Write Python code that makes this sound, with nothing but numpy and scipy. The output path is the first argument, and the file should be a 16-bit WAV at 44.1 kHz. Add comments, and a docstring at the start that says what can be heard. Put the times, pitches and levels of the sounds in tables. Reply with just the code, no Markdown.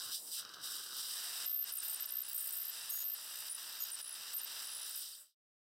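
"""Inside an open mouth, close by: an ultrasonic surgical handpiece cuts bone under a water spray.
The tip vibrates above hearing, in throbs; it scrapes the bone, stirs the flooded groove and tears
the water into hissing mist. Pressed on, it bounces at fractions of its own rate and whines or squeaks;
scraping and hiss dip meanwhile. A suction tube runs beside it, briefly plugged by water."""
import sys
import numpy as np
from scipy import signal
from scipy.fft import rfft, irfft
from scipy.io import wavfile

SR = 44100
rng = np.random.default_rng(int(sys.argv[2]) if len(sys.argv) > 2 else 0)


def transcribe(u):
    """Save the signal u as a 16-bit wav file named by the first command-line argument.

    u: samples, shape (n,) or (channels, n), limited to [-1, 1]; the rate is SR.
    q: integer samples, one column per channel.
    """
    v = np.clip(np.atleast_2d(u).T, -1, 1)
    q = np.round(v * 32767).astype(np.int16)
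    wavfile.write(sys.argv[1], SR, q)


N = 254891
TIME = np.arange(N) / SR
FFT_SIZE = 2 ** 18
FREQS = np.maximum(np.fft.rfftfreq(FFT_SIZE, 1 / SR), 1)
TIP_HZ, THROB_HZ, THROB_PEAK_S = 26750, 62.4, .0085

# bands the open mouth swallows: centre_hz, width_hz, depth_db
MOUTH_NOTCHES = [(2267, 305, -7), (6720, 440, -1), (12100, 240, -2.5)]
# stereo width of the hiss: freq_hz, side_to_mid_db
SIDE_SPECTRUM = [(90, -29), (300, -24.5), (640, -6.5), (1400, -13.5), (5000, -14.5), (9500, -19.5),
                 (14000, -70.5)]
# gain on suction, hum, whistle, spray and trickle: time_s, gain_db
FADE = [(5.03, 4), (5.22, -1), (5.35, -36)]
# suction motor hum: pitch_hz, level_db
MOTOR_HUM = [(147, -95), (312, -95)]
# faint hollow whistle: time_s, pitch_hz, level_db
HOLLOW_WHISTLE = [(1.1, 717, -105), (1.28, 712, -74), (1.5, 713, -83.5), (2.0, 632, -84.5),
                  (5.2, 618.5, -87.5)]
# air drawn into the tube: time_s, level_db
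SUCTION_AIR = [(.125, -60.5), (.18, -89), (.32, -96), (.385, -61), (.68, -61), (.95, -61.5), (1.08, -66),
               (1.3, -82.5)]
# resonances: centre_hz, width_hz, level_db
SUCTION_MODES = [(397, 480, -7.5), (1270, 360, 1.5), (1510, 260, 3.5), (2996, 280, -1.5), (3850, 200, 1.5)]
SCRAPE_MODES = [(3130, 466, -4), (3833, 420, 1), (4942, 590, 2), (5617, 750, -1.5)]
MIST_MODES = [(7420, 720, -4.5), (7944, 270, 2.5), (8495, 260, 2.5), (8970, 306, 2.5), (9780, 1350, -3),
              (11480, 1100, -7.5), (13400, 950, -0.5), (15070, 4900, -12)]
RASP_MODES = [(7960, 400, -3), (8870, 600, 3), (10530, 1900, -7), (14200, 700, -5.5), (15400, 440, 2)]
# stirred water: freq_hz, density_db
WASH_SPECTRUM = [(40, -35.5), (100, -13.5), (180, -18.5), (320, -8), (550, -8.5), (1000, -1), (1400, 3.5),
                 (1850, 4), (2300, 0.5), (2800, 6.5), (4000, -16.5)]
# instrument bumps: start_s, peak_db
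BUMPS = [(0.05, -67), (.6, -68.5), (2.83, -75), (3.391, -76), (4.19, -75)]
# bone chips and drops: start_s, level_db
TICKS = [(0.4493, -34), (0.492, -38), (0.538, -36), (.543, -36), (1.998, -34), (2.043, -34), (2.645, -41)]
# brief bites into the bone: start_s, end_s, level_db
BITES = [(0.0, 0.115, -45.5), (0.119, 0.154, -42), (0.28, 0.28, -48), (0.329, 0.393, -43.5),
         (0.639, 0.772, -44.5), (2.001, 2.049, -45), (3.977, 4.008, -46)]
# scraping from hand pressure in the long cut: time_s, level_db
PRESSURE = [(.78, -45.5), (.92, -48), (.98, -43.5), (1.44, -44.5), (1.9, -46.5), (2.45, -50.5),
            (2.8, -47.5), (3.15, -50.5), (3.4, -48.5), (4.15, -48.5), (4.58, -46), (4.78, -44.5),
            (5.06, -48), (5.16, -56.5), (5.32, -78.5)]
# slips off the bone: start_s, depth_db
SLIPS = [(1.736, -10), (2.055, -7), (2.105, 0), (2.203, -4), (4.013, -7)]
# tip sliding off: centre_s, half_width_s, pitch_hz, fall_hz_per_s, peak_db
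CHIRPS = [(5.131, 0.0097, 4770, 52000, -49.5)]
# unlocked chatter: start_s, end_s, level_db
RASPS = [(1.748, 1.93, -45), (2.331, 2.6, -42.5), (2.895, 2.913, -40), (2.926, 2.99, -47.5),
         (4.33, 4.344, -43.5), (4.948, 5.035, -47.5)]
# bounce locks by fraction of the tip rate: pitch_hz, slide_hz, duck (0-1)
LOCKS = {"1/4": (6692, 0, 0.16), "1/3": (8970, 0, 0.49), "3/8": (10060, 400, 0.63),
         "2/5": (10950, 170, 0.27), "3/7": (11400, 0, 0.12)}
# locked bounces: start_s, end_s, lock, throb_share (0-1), level_db, roughness (0-1)
SQUEAKS = [(1.705, 1.752, "3/8", 0.68, -41.5, 0.5), (1.778, 1.811, "1/3", 1, -36.5, 0.5),
           (1.873, 1.966, "1/3", 0.44, -37, 0.53), (2.07, 2.124, "3/8", 0.2, -37, 0.24),
           (2.232, 2.274, "3/8", 0.46, -39.5, 0.3), (2.28, 2.334, "2/5", 0.6, -43.5, 0.65),
           (2.378, 2.482, "1/3", 0.4, -42, .6), (2.908, 3.038, "1/4", 0.87, -45.5, 0.22),
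           (2.928, 3.028, "2/5", 0.25, -45.5, 0.7), (3.491, 3.566, "3/8", 0.69, -37.5, 0.55),
           (3.804, 3.854, "1/4", 0.8, -45, 0.2), (3.914, 3.965, "1/3", 0.8, -39, 0.7),
           (4.009, 4.146, "3/8", 0.47, -39, 0.24), (4.364, 4.41, "1/3", 0.37, -39.5, 0.64),
           (4.649, 4.86, "3/8", 0.47, -40, 0.33), (4.87, 4.898, "3/7", .5, -40, 0.4),
           (4.908, 4.978, "3/8", 0.12, -41, 0.48)]
# swells of the faint whine: start_s, end_s
WHINE_SWELLS = [(2.9, 4.4), (3.77, 3.94), (4.2, 3.5)]
# half-rate bounces: start_s, end_s, throb_share (0-1), roughness (0-1)
WHINES = [(1.458, 1.533, 0.59, 0.35), (1.522, 1.645, 0.83, 0.2), (1.709, 1.78, 0.54, 0.47),
          (1.827, 1.949, 1, 0.87), (2.003, 2.068, 0.58, 0.51), (2.102, 2.228, 0.44, 0.15),
          (2.328, 2.385, 0.7, 0.57), (2.404, 2.55, 0.7, 0.87), (2.548, 2.636, 0.87, 0.77),
          (2.648, 2.718, 0.64, 0.7), (2.894, 3.037, 1, 0.78), (3.038, 3.147, 0.85, 0.52),
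          (3.797, 3.846, 0.9, 0.97), (4.339, 4.387, 0.86, 0.53), (4.414, 4.455, 0.52, 0.5),
          (4.933, 4.994, 0.3, 1)]


def from_db(db):
    """Decibels to gain."""
    return 10 ** (np.asarray(db) / 20)


def unit_rms(x):
    """Scale to rms 1."""
    return x / np.sqrt(np.mean(x ** 2) + 1e-20)


def curves(rows):
    """Each column of a timed table at every sample."""
    time_s, *columns = np.transpose(rows)
    return [np.interp(TIME, time_s, column) for column in columns]


def arch(start_s, end_s):
    """Rounded 0-1-0 window, at least 5 ms long."""
    knots_s = np.linspace(start_s, max(end_s, start_s + .005), 17)
    return np.sqrt(np.interp(TIME, knots_s, 1 - np.linspace(-1, 1, 17) ** 2))


def drift(rate_hz, size=N):
    """Smooth random curve, spread about 1."""
    knots = rng.standard_normal(4 * size // 10 + 2)
    return 1.2 * np.interp(np.arange(size) * rate_hz / SR, np.arange(len(knots)), knots)


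def sine(pitch_hz):
    """Sine following a pitch curve."""
    return np.sin(2 * np.pi * np.cumsum(pitch_hz) / SR)


def spectrum(points):
    """Gain per frequency from breakpoints."""
    hz, level_db = np.transpose(points)
    return from_db(np.interp(np.log(FREQS), np.log(hz), level_db))


def resonances(modes):
    """Gain per frequency of steep-sided resonances, added in power."""
    peaks = (from_db(level_db) / (1 + (2 * (FREQS - hz) / (1.224 * width_hz)) ** 2)
             for hz, width_hz, level_db in modes)
    return np.sqrt(sum(peak ** 2 for peak in peaks))


def colour(x, gain):
    """Filter by a gain per frequency."""
    return irfft(rfft(x, FFT_SIZE) * gain, FFT_SIZE)[:N]


def mouth():
    """Gain per frequency: the mouth swallows bands; its walls and the instruments echo faintly."""
    echoes = np.zeros(SR // 80)
    echoes[rng.integers(SR // 600, len(echoes), 8)] = rng.choice([-.08, .08], 8)
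    ripple = np.abs(1 + rfft(echoes, FFT_SIZE))
    notch_db = sum(depth_db * np.exp(-np.minimum(((FREQS - hz) / width_hz) ** 2, 20))
                   for hz, width_hz, depth_db in MOUTH_NOTCHES)
    return ripple * from_db(notch_db)


def hiss(gain, grain_db, pop_db, pops_per_s=500):
    """Grainy stereo noise with sparse pops; reflections add a weak, unrelated side signal."""
    grain = unit_rms(from_db(grain_db * drift(900)))
    pops = (rng.random(N) < pops_per_s / SR) * rng.uniform(-0.89, 1, N)
    noise = grain * rng.standard_normal(N) + from_db(pop_db) * unit_rms(pops)
    mid = colour(noise, gain * mouth())
    side = colour(rng.standard_normal(N), gain * spectrum(SIDE_SPECTRUM))
    return (mid + side * [[1], [-1]]) / np.std(mid)


def motor_hum():
    """Low hum of the suction motor."""
    return np.sqrt(2) * sum(from_db(level_db) * sine(hz + 1.53 * drift(8.5)) for hz, level_db in MOTOR_HUM)


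def hollow_whistle(waver_hz=9, flutter_db=2, upper_hz=882, upper_db=-84.5, upper_span_s=(2.35, 5.0)):
    """Faint, wavering hollow whistle, later joined by a higher one."""
    lower_hz, lower_db = curves(HOLLOW_WHISTLE)
    tones = [(lower_hz, from_db(lower_db)), (upper_hz, from_db(upper_db) * arch(*upper_span_s))]
    return np.sqrt(2) * sum(gain * from_db(flutter_db * drift(17)) * sine(hz + waver_hz * drift(60))
                            for hz, gain in tones)


def suction(slurp_db=1):
    """Hollow, slurping rush of air in the tube."""
    gain = from_db(curves(SUCTION_AIR)[0] + slurp_db * drift(55))
    return gain * hiss(resonances(SUCTION_MODES), grain_db=-3, pop_db=1)


def gurgle(plug, band_hz=(200, 1000), level_db=-67):
    """Dull rush of the water plugging the tube."""
    bandpass = signal.butter(2, band_hz, "band", fs=SR, output="sos")
    rush = signal.sosfilt(bandpass, rng.standard_normal(N))
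    return from_db(level_db) * plug ** 2 * unit_rms(rush)


def plugged(x, plug, top_hz=4300, width_hz=450, shelf_db=-5):
    """Low-shelf cut; its edge sweeps up and back as the tube plugs and clears."""
    hz, time_s, frames = signal.stft(x, SR, nperseg=256)
    edge_hz = top_hz * np.interp(time_s, TIME, plug)
    below = (.5 + .5 * np.tanh((edge_hz - hz[:, None]) / width_hz)) * np.minimum(edge_hz / width_hz, 1)
    return signal.istft(frames * from_db(shelf_db * below), SR)[1][:, :N]


def bumps(start_hz=165, end_hz=85, sag_s=0.02, swell_s=0.011):
    """Soft instrument bumps, sagging in pitch."""
    out, age_s = np.zeros(N), TIME[:SR // 5]
    pitch_hz = end_hz + (start_hz - end_hz) * np.exp(-age_s / sag_s)
    bump = age_s / swell_s * np.exp(1 - age_s / swell_s) * sine(pitch_hz)
    for start_s, peak_db in BUMPS:
        first = int(start_s * SR)
        out[first:first + len(bump)] += from_db(peak_db) * bump
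    return out


def wash(cut_db, fade, flood_s=1.0, fill_s=.25, drain_s=4.8, drain_db_per_s=43, trickle_db=-73):
    """Water stirred in the groove, over a trickle: shallow, then flooded, then draining."""
    shallow = np.clip(1 - (TIME - flood_s) / fill_s, 0, 1)
    water_db = -9 - 11.5 * shallow - drain_db_per_s * np.maximum(TIME - drain_s, 0)
    gain = np.hypot(from_db(cut_db + water_db), from_db(trickle_db) * fade)
    return gain * hiss(spectrum(WASH_SPECTRUM), grain_db=1.5, pop_db=-6)


def spray_gain(ducked, wet_db=-54, dry_change_db=-22.5, duck_change_db=-12.5):
    """Mist off the wet tip alone; weaker when the tube sucks it dry, and under whines and squeaks."""
    air = from_db(curves(SUCTION_AIR)[0])
    dryness = air / air.max()
    return from_db(wet_db + dry_change_db * dryness + duck_change_db * ducked)


def mist(cut_db, spray, drowned_db, squeak_rasp, firm_mist_db=-47, firm_cut_db=-44.5, db_per_db=1.58):
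    """Hiss of water torn by the cut, plus spray and the rasp of rough squeaks."""
    torn = from_db(firm_mist_db + db_per_db * (cut_db - firm_cut_db))
    thrown = from_db(drowned_db) * np.hypot(torn, spray)
    return np.hypot(thrown, squeak_rasp) * hiss(resonances(MIST_MODES), grain_db=1, pop_db=-15)


def ticks(decay_s=.002, mist_db=-13):
    """Chips and drops crackle in the resonances of tip and bone."""
    envelope = sum(from_db(level_db) * (TIME >= at_s) * np.exp(-np.clip((TIME - at_s) / decay_s, 0, 50))
                   for at_s, level_db in TICKS)
    gain = resonances(SCRAPE_MODES) + from_db(mist_db) * resonances(MIST_MODES)
    return .5 * envelope * unit_rms(colour(rng.standard_normal(N), gain))


def duck(whine_depth=1.38, shape=0.6, recover_per_s=15.6):
    """Dip depth, 0-1: scraping and spray dip while a whine or squeak is loud, then recover."""
    whining = sum(whine_depth * share * (1 - rough) * arch(start_s, end_s) ** shape
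                  for start_s, end_s, share, rough in WHINES)
    squeaking = sum(LOCKS[lock][-1] * share * arch(start_s, end_s) ** shape
                    for start_s, end_s, lock, share, *_ in SQUEAKS)
    ducked = np.clip(np.maximum(whining, squeaking), 0, 1)
    return np.maximum.accumulate(ducked + recover_per_s * TIME) - recover_per_s * TIME


def slips_db(attack_s=.005, recover_s=0.035):
    """Scraping drops at each slip and returns as the tip catches."""
    slips = ((np.maximum(TIME - start_s, 0), depth_db) for start_s, depth_db in SLIPS)
    return sum(depth_db * np.minimum(age_s / attack_s, 1) * np.exp(-(age_s / recover_s) ** 2)
               for age_s, depth_db in slips)


def contact_db(ducked, graze_db=-56, ducked_db=-60, attack_db_per_s=331, release_db_per_s=220):
    """Cutting level: a graze, then the long cut, bites on top; dips at whines, squeaks and slips."""
    pressed_db = np.where(TIME < PRESSURE[0][0], graze_db, curves(PRESSURE)[0])
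    for start_s, end_s, level_db in BITES:
        off_db = np.maximum(attack_db_per_s * (start_s - TIME), release_db_per_s * (TIME - end_s))
        pressed_db = np.maximum(pressed_db, level_db - np.maximum(off_db, 0))
    return pressed_db + ducked * (ducked_db - pressed_db) + slips_db()


def scrape(cut_db):
    """Gritty noise of the tip on bone."""
    return from_db(cut_db - 2.5) * hiss(resonances(SCRAPE_MODES), grain_db=1.05, pop_db=-4.5)


def chirps(wander_hz=60):
    """Short falling whistle as the tip slides off."""
    out = np.zeros(N)
    for centre_s, half_width_s, hz, fall_hz_per_s, peak_db in CHIRPS:
        age_s = np.clip(TIME - centre_s, -.2, .2)
        pitch_hz = hz - fall_hz_per_s * age_s + wander_hz * drift(900)
        out += from_db(peak_db) * np.exp(-(age_s / half_width_s) ** 2) * sine(pitch_hz)
    return out


def throb(time_s):
    """Throb of the tip's drive, -1 to 1."""
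    return np.cos(2 * np.pi * THROB_HZ * (time_s - THROB_PEAK_S))


def skid(span_s=(2.25, 3.5), centre_hz=10650, spread_hz=450, wander_hz=250, level_db=-51, uneven_db=5):
    """Skidding tip: one tiny squeak a throb, random in pitch and strength."""
    index = np.round(THROB_HZ * (TIME - THROB_PEAK_S)).astype(int) + 1
    detune, size = np.clip(rng.standard_normal((index[-1] + 1, 2)), -2, 2)[index].T
    strength = from_db(level_db + uneven_db * size) * np.maximum(throb(TIME), 0) * arch(*span_s) ** .5
    return strength * sine(centre_hz + spread_hz * detune + wander_hz * drift(900))


def bounce(start_s, end_s, share, rough, chaos=1.66, swell=0.26, ramp_s=0.0028, rest_db=-19):
    """Samples and strength of one bout: the tip bounces while the throb drives it over a threshold."""
    at = np.arange(int(start_s * SR), int(max(end_s, start_s + .005) * SR))
    grip, flutter = (drift(rate_hz, size=N // 8)[:len(at)] for rate_hz in (190, 420))
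    drive = throb(TIME[at]) + chaos * rough * grip
    duty = share * (1 - swell * (1 - arch(start_s, end_s)[at]))
    threshold = np.cos(np.pi * np.clip(duty, 0, 1))
    gate = .5 + .5 * np.tanh(1.9 * (drive - threshold))
    ramps = np.clip(np.minimum(at - at[0], at[-1] - at) / (ramp_s * SR), 0, 1)
    # a full bounce has a set height: a wavering grip can only weaken it
    waver = from_db(-np.abs(6.5 * (rough - 0.76) * flutter))
    return at, ramps * waver * np.maximum(gate, from_db(rest_db))


def rasps(share=0.64, rough=0.81):
    """Unlocked bounces: a noise burst in the tip's resonances on each throb."""
    gain = np.zeros(N)
    for start_s, end_s, level_db in RASPS:
        at, strength = bounce(start_s, end_s, share, rough)
        gain[at] += from_db(level_db) * strength
    return gain * hiss(resonances(RASP_MODES), grain_db=-1.5, pop_db=-22.5)


def squeaks(wander_hz=370, bend_hz=380, waver_hz=260, rattle_hz=380, slide_s=0.036,
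            partner_db=1, rasp_db=-9):
    """Bounces lock to fractions of the tip rate; rough ones waver and rattle. Gives tone, rasp gain."""
    tone, rasp = np.zeros(N), np.zeros(N)
    wander, waver = wander_hz * drift(450), waver_hz * drift(THROB_HZ)
    rattle = sine(rattle_hz + wander)
    for start_s, end_s, lock, share, level_db, rough in SQUEAKS:
        lock_hz, slide_hz, _ = LOCKS[lock]
        at, strength = bounce(start_s, end_s, share, rough)
        bend = (1 - share) * bend_hz * (2 * np.minimum(strength, 1) - 1.6)
        slide = slide_hz * np.exp((start_s - TIME[at]) / slide_s)
        pitch_hz = lock_hz + bend - slide + waver[at] * rough + wander[at] * rough ** 2
        phase = 2 * np.pi * np.cumsum(pitch_hz) / SR + 2 * rough ** 2 * rattle[at]
        # difference tone: tip rate minus squeak pitch
        partner = from_db(partner_db) * np.sin(2 * np.pi * TIP_HZ * TIME[at] - phase)
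        tone[at] += from_db(level_db) * strength * (np.sin(phase) + partner)
        rasp[at] += from_db(level_db + rasp_db) * strength * rough
    return tone, rasp


def faint_whine(cut_db, start_s=0.72, share=0.35, offset_db=-6.5, swell_db=10, flutter_db=3.5):
    """Tip on the verge of whining: a ragged half-rate trace on each throb's crest."""
    crest = throb(TIME) - np.cos(np.pi * share)
    gate = (.5 + .5 * np.tanh(2 * crest)) * (TIME > start_s)
    swells = sum(arch(*span_s) ** 2 for span_s in WHINE_SWELLS)
    level_db = cut_db + offset_db + swell_db * swells + flutter_db * drift(300)
    return gate * from_db(level_db) * sine(TIP_HZ / 2 + 150 * drift(700))


def whine(clean_db=-28, rough_change_db=-12, wander_hz=55):
    """The tip bounces on every second cycle; loudest when clean."""
    tone = np.zeros(N)
    wander = wander_hz * drift(500)
    for start_s, end_s, share, rough in WHINES:
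        at, strength = bounce(start_s, end_s, share, rough)
        pitch_hz = TIP_HZ / 2 + wander[at] * (rough + 0.28)
        tone[at] += from_db(clean_db + rough_change_db * rough) * strength * sine(pitch_hz)
    return tone


def scene(plug_span_s=(0.1, 0.411), drown_span_s=(3.52, 4.62), pan_db=.3):
    """Scrape, mist and wash rise and flicker together as the tip moves in the groove."""
    ducked = duck()
    fade = from_db(curves(FADE)[0])
    plug = arch(*plug_span_s) ** 2.5
    drowned_db = -2.5 * arch(*drown_span_s) ** .5   # tip deepest under water: less mist
    lean_left = from_db(pan_db * np.array([[1], [-1]]))
    cut_db = contact_db(ducked) + .7 * drift(120)
    groove = scrape(cut_db) / lean_left + wash(cut_db, fade) * lean_left
    squeak_tone, squeak_rasp = squeaks()
    mist_hiss = mist(cut_db, spray_gain(ducked) * fade, drowned_db, squeak_rasp)
    tones = whine() + faint_whine(cut_db + 2 * drowned_db) + squeak_tone
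    tip = tones + (1 - ducked) * skid() + rasps() + ticks() + chirps()
    background = (suction() + hollow_whistle() + motor_hum()) * fade
    return plugged(groove + background, plug) + mist_hiss + tip + bumps() + gurgle(plug)


def record(dry, highpass_hz=80, lowpass_hz=15900, end_s=5.35, fade_s=.04):
    """Bass cut, fade to silence, steep top cut."""
    thin = signal.sosfilt(signal.butter(3, highpass_hz, "high", fs=SR, output="sos"), dry)
    closing = np.clip((end_s - TIME) / fade_s, 0, 1)
    return signal.sosfilt(signal.ellip(12, .1, 90, lowpass_hz, fs=SR, output="sos"), thin * closing)


dry = scene()
out = record(dry)
transcribe(out)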